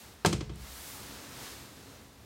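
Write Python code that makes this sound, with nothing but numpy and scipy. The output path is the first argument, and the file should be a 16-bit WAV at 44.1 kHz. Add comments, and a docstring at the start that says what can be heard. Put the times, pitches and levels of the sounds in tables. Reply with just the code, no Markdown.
"""A raised toilet lid knocks against the tank in a small tiled restroom; the seat slaps against it and
bounces to rest. Each impact gives a burst of noise and excites damped modes, so lid, tank and room
boom briefly. The hinge ticks once. Then friction of clothing and of the hand on the microphone makes
a soft rustle over the low rumble and hiss of ventilation."""
import sys
import numpy as np
from scipy import signal
from scipy.io import wavfile

SR = 44100
rng = np.random.default_rng(int(sys.argv[2]) if len(sys.argv) > 2 else 0)


def master(y):
    """Save y as 16-bit WAV."""
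    cut = np.clip(np.atleast_2d(y).T, -1, 1)
    pcm = np.round(cut * 32767)  # scale
    wavfile.write(sys.argv[1], SR, pcm.astype(np.int16))


N = 99225
TIME = np.arange(N) / SR

# Modes of the lid. Each row: frequency in Hz, relative level in dB, time to fall 60 dB (T60) in seconds.
LID_MODES = [(388, 2, 0.057), (592, -7.5, 0.044), (717, -3.5, 0.07), (890, -3.5, 0.08), (1056, -7.5, 0.063),
             (1310, -12, 0.076), (1608, 0, 0.029), (2900, -7.5, 0.021), (4010, -8, 0.018),
             (4940, -8.5, 0.016)]
# Contact noise. Each row: frequency in Hz, relative spectral density in dB.
CRACK_SPECTRUM = [(100, 2), (400, 0.5), (1500, -4.5), (2500, -7), (5000, -16), (8000, -15), (11000, -29),
                  (16000, -44)]
KNOCK_S = .2485


def lid_knock():
    """Impact excitation: one hard contact rings the lid and sends out a crack that the tiles reflect."""
    direct = decay(KNOCK_S, t60=0.052)
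    crack = sum(band * (direct + from_db(-13.5) * reverberation(KNOCK_S, hz))
                for hz, band in noise_bands(CRACK_SPECTRUM))
    return from_db(-18.5) * ring(KNOCK_S, LID_MODES) + from_db(-26) * crack


# Bounces of the seat. Each row: time in seconds, clack, thump and boom gains in dB, treble cutoff in Hz.
SLAPS = [(0.2594, -19, -21, -33, 14600), (0.328, -27, -23, -42.5, 10400), (0.4076, -35, -28.5, -45, 5560),
         (0.4952, -42, -35, -49.5, 3900)]
# Clack of the plastic. Each row: frequency in Hz, relative spectral density in dB.
CLACK_SPECTRUM = [(200, 4.5), (350, 3.5), (520, 4), (1300, 0), (1900, -1.5), (2700, 0), (3400, -3),
                  (4200, -0.5), (5600, -2), (7800, -2.5), (10000, -12), (16000, -19)]
# The seat's ring and its hollow thump. Each row: frequency in Hz, relative level in dB, T60 in seconds.
SEAT_MODES = [(1053, -10, 0.048), (1312, -7.5, 0.06), (1540, -20, .06), (2570, -22, 0.22),
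              (4174, -7.5, 0.037), (4300, -21, .14)]
THUMP_MODES = [(301, 0, 0.051), (364, -2.5, 0.047)]


def seat_slaps():
    """Inelastic rebound: each slap repeats one clack, ring and thump, softer and duller than the last."""
    half_rise_s = .0016
    peak_s = 2 * half_rise_s
    direct = TIME / peak_s * (TIME < peak_s) + decay(peak_s, t60=0.024)
    clack = sum(band * (direct + from_db(-12.5) * reverberation(peak_s, hz))
                for hz, band in noise_bands(CLACK_SPECTRUM))
    slap = clack + from_db(-4) * ring(half_rise_s, SEAT_MODES)
    out = np.zeros(N)
    for start, clack_db, thump_db, _, cutoff_hz in SLAPS:
        first = int((start - half_rise_s) * SR)
        lowpass = signal.butter(2, cutoff_hz, fs=SR, output="sos")
        out[first:] += from_db(clack_db) * signal.sosfilt(lowpass, slap)[:N - first]
        out += from_db(thump_db) * ring(start, THUMP_MODES, build_cycles=0.61)
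    return out


# Low modes of fixture and room. Each row: frequency in Hz, relative level in dB, T60 in seconds.
BOOM_MODES = [(62.5, -10, 1.74), (88.9, -7, 0.63), (115, -3.5, 0.41), (136.7, -1, 0.68),
              (160.36, 0.5, 0.58), (186.2, 1, 0.2), (206, -4.5, 0.86), (342.4, -5, 0.57), (424.7, -4, 0.42),
              (484, -11.5, .35), (565, -9, 0.24), (672, -13.5, 0.22), (729, -18, .25), (924, -13, .24)]
# Diffuse bass of the room. Each row: frequency in Hz, relative spectral density in dB.
BASS_SPECTRUM = [(30, -28), (58, 0.5), (85, -4.5), (135, 0.5), (175, -5.5), (235, -27), (380, -12),
                 (520, -30), (2000, -51)]


def room_boom():
    """Resonance: every blow feeds the low modes; diffuse bass lingers, the deepest swelling last."""
    blows = [(KNOCK_S, -29.5)] + [(start, boom_db) for start, _, _, boom_db, _ in SLAPS]
    modes = sum(from_db(db) * ring(start, BOOM_MODES, build_cycles=0.67) for start, db in blows)
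    bass = sum(band * build_up(KNOCK_S, hz, cycles=7.3) * reverberation(KNOCK_S, hz)
               for hz, band in noise_bands(BASS_SPECTRUM))
    return modes + from_db(-30.5) * bass


# Reverberation time of the room. Each row: frequency in Hz, T60 in seconds.
ROOM_T60 = [(60, 1.53), (110, 0.86), (200, 0.75), (400, 0.39), (1000, 0.25), (3000, 0.36), (7500, .28),
            (15000, 0.24)]


def reverberation(start, hz):
    """Absorption: the envelope of one band of reflected sound dies away, most slowly in the bass."""
    return decay(start, at_hz(ROOM_T60, hz))


# Tick of the hinge. Each row: frequency in Hz, relative spectral density in dB.
TICK_SPECTRUM = [(2000, -30), (6000, -14), (8000, 2), (10500, 0), (13000, -15), (16000, -22)]


def hinge_tick():
    """A damped transient: the hinge settles with one faint burst of treble noise."""
    return from_db(-50) * decay(start=.558, t60=0.018) * noise(TICK_SPECTRUM)


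# Soft rubbing, bright swish of cloth and dull handling. Each row: time in seconds, gain in dB.
RUB_LEVELS = [(0, -54.5), (.06, -54), (.17, -59.5), (.5, -62), (.66, -50.5), (.8, -50), (1.02, -48.5),
              (1.18, -48.5), (1.27, -50.5), (1.46, -45), (1.56, -49), (1.72, -55), (1.95, -55),
              (2.08, -60.5), (2.25, -62)]
SWISH_LEVELS = [(0, -53.5), (.07, -58), (.2, -66), (.52, -73), (.6, -57.5), (.72, -50.5), (.88, -46),
                (1.05, -51.5), (1.28, -55.5), (1.45, -49.5), (1.72, -59.5), (1.95, -61), (2.17, -66.5),
                (2.25, -64)]
HANDLING_LEVELS = [(0, -59.5), (.2, -65), (.8, -63), (.9, -57), (1.02, -54), (1.25, -54), (1.45, -54),
                   (1.58, -57.5), (1.92, -55), (2.15, -62), (2.25, -58)]
# Timbres of the same three. Each row: frequency in Hz, relative spectral density in dB.
RUB_SPECTRUM = [(150, -2.5), (500, 1), (1000, 3), (2000, 0.5), (2700, -2), (4000, 0), (7500, -5),
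                (10000, -14.5), (16000, -27.5)]
SWISH_SPECTRUM = [(500, -33), (2000, -8), (4500, -5.5), (8000, -3), (12000, -3.5), (16000, -6)]
HANDLING_SPECTRUM = [(40, -21), (110, 7), (170, -5), (220, -6.5), (280, -6), (330, 0.5), (500, -5),
                     (1000, -22), (4000, -49)]
# Hollow resonances stirred by handling. Each row: centre in Hz, bandwidth in Hz, relative level in dB.
HOLLOWS = [(214.2, 11.4, -7.5), (271.6, 13, -6)]


def rustle():
    """Friction noise: cloth and hand slide close to the microphone, swelling and fading smoothly."""
    handling = noise(HANDLING_SPECTRUM)
    handling += sum(from_db(db) * resonant_noise(hz, width_hz) for hz, width_hz, db in HOLLOWS)
    rub = envelope(RUB_LEVELS) * noise(RUB_SPECTRUM)
    swish = envelope(SWISH_LEVELS) * noise(SWISH_SPECTRUM)
    return rub + swish + envelope(HANDLING_LEVELS) * handling


# Background of the ventilation. 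Each row: frequency in Hz, relative spectral density in dB.
VENTILATION_SPECTRUM = [(25, -35), (45, -3.5), (64, 5.5), (90, -7.5), (150, -9.5), (300, -18.5),
                        (1000, -18.5), (4000, -29.5), (16000, -52)]


def ventilation():
    """Stationary noise: a low rumble and hiss at constant level."""
    return from_db(-56.5) * noise(VENTILATION_SPECTRUM)


def ring(start, modes, build_cycles=0.075):
    """Modal superposition: damped sinusoids of alternating sign, struck together."""
    age = np.maximum(TIME - start, 0)
    out = np.zeros(N)
    for k, (hz, db, t60) in enumerate(modes):
        amplitude = from_db(db) * build_up(start, hz, build_cycles) * decay(start, t60)
        out += (-1) ** k * amplitude * np.sin(2 * np.pi * hz * age)
    return out


def build_up(start, hz, cycles):
    """Exponential growth towards 1, with a time constant counted in cycles."""
    return 1 - np.exp(-np.maximum(TIME - start, 0) * hz / cycles)


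def decay(start, t60):
    """Exponential damping: zero before the start, then falling 60 dB every t60 seconds."""
    return (TIME >= start) * np.exp(-np.log(1000) * np.maximum(TIME - start, 0) / t60)


def noise_bands(spectrum):
    """Third-octave analysis of coloured noise: (centre in Hz, samples) pairs whose powers sum to 1."""
    edges = np.geomspace(25, 18000, 29)
    centres = np.sqrt(edges[1:] * edges[:-1])
    white = rng.standard_normal((2, N))  # neighbouring bands draw on independent noise
    gains = from_db(at_hz(spectrum, centres)) * np.sqrt(np.diff(edges))
    bands = []
    for k, gain in enumerate(gains / np.linalg.norm(gains)):
        bandpass = signal.butter(2, edges[k:k + 2], "band", fs=SR, output="sos")
        band = signal.sosfilt(bandpass, white[k % 2])
        bands.append((centres[k], gain * band / band.std()))
    return bands


def noise(spectrum):
    """Incoherent addition: the bands sum to steady noise of rms near 1."""
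    return sum(band for _, band in noise_bands(spectrum))


def resonant_noise(hz, width_hz):
    """Forced response of one narrow resonance to white noise, at rms 1."""
    response = signal.lfilter(*signal.iirpeak(hz, hz / width_hz, fs=SR), rng.standard_normal(N))
    return response / response.std()


def envelope(points):
    """Amplitude over time, interpolated in decibels."""
    return from_db(np.interp(TIME, *np.transpose(points)))


def at_hz(points, hz):
    """Interpolation on a logarithmic frequency axis."""
    frequencies, values = np.transpose(points)
    return np.interp(np.log(hz), np.log(frequencies), values)


def from_db(db):
    """Amplitude ratio of a level in decibels."""
    return 10 ** (np.asarray(db) / 20)


def scene():
    """Superposition: all sources add, alike in both channels."""
    mono = lid_knock() + seat_slaps() + room_boom() + hinge_tick() + rustle() + ventilation()
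    return np.array([mono, mono])


def record(dry):
    """Band limiting and saturation: the microphone loses deep bass and top treble and rounds peaks."""
    low_cut_hz, high_cut_hz, ceiling = 47, 16000, .3
    thin = signal.sosfilt(signal.butter(3, low_cut_hz, "high", fs=SR, output="sos"), dry)
    rounded = thin / (1 + (thin / ceiling) ** 4) ** (1 / 4)
    return signal.sosfilt(signal.ellip(12, .1, 80, high_cut_hz, fs=SR, output="sos"), rounded)


dry = scene()
out = record(dry)
master(out)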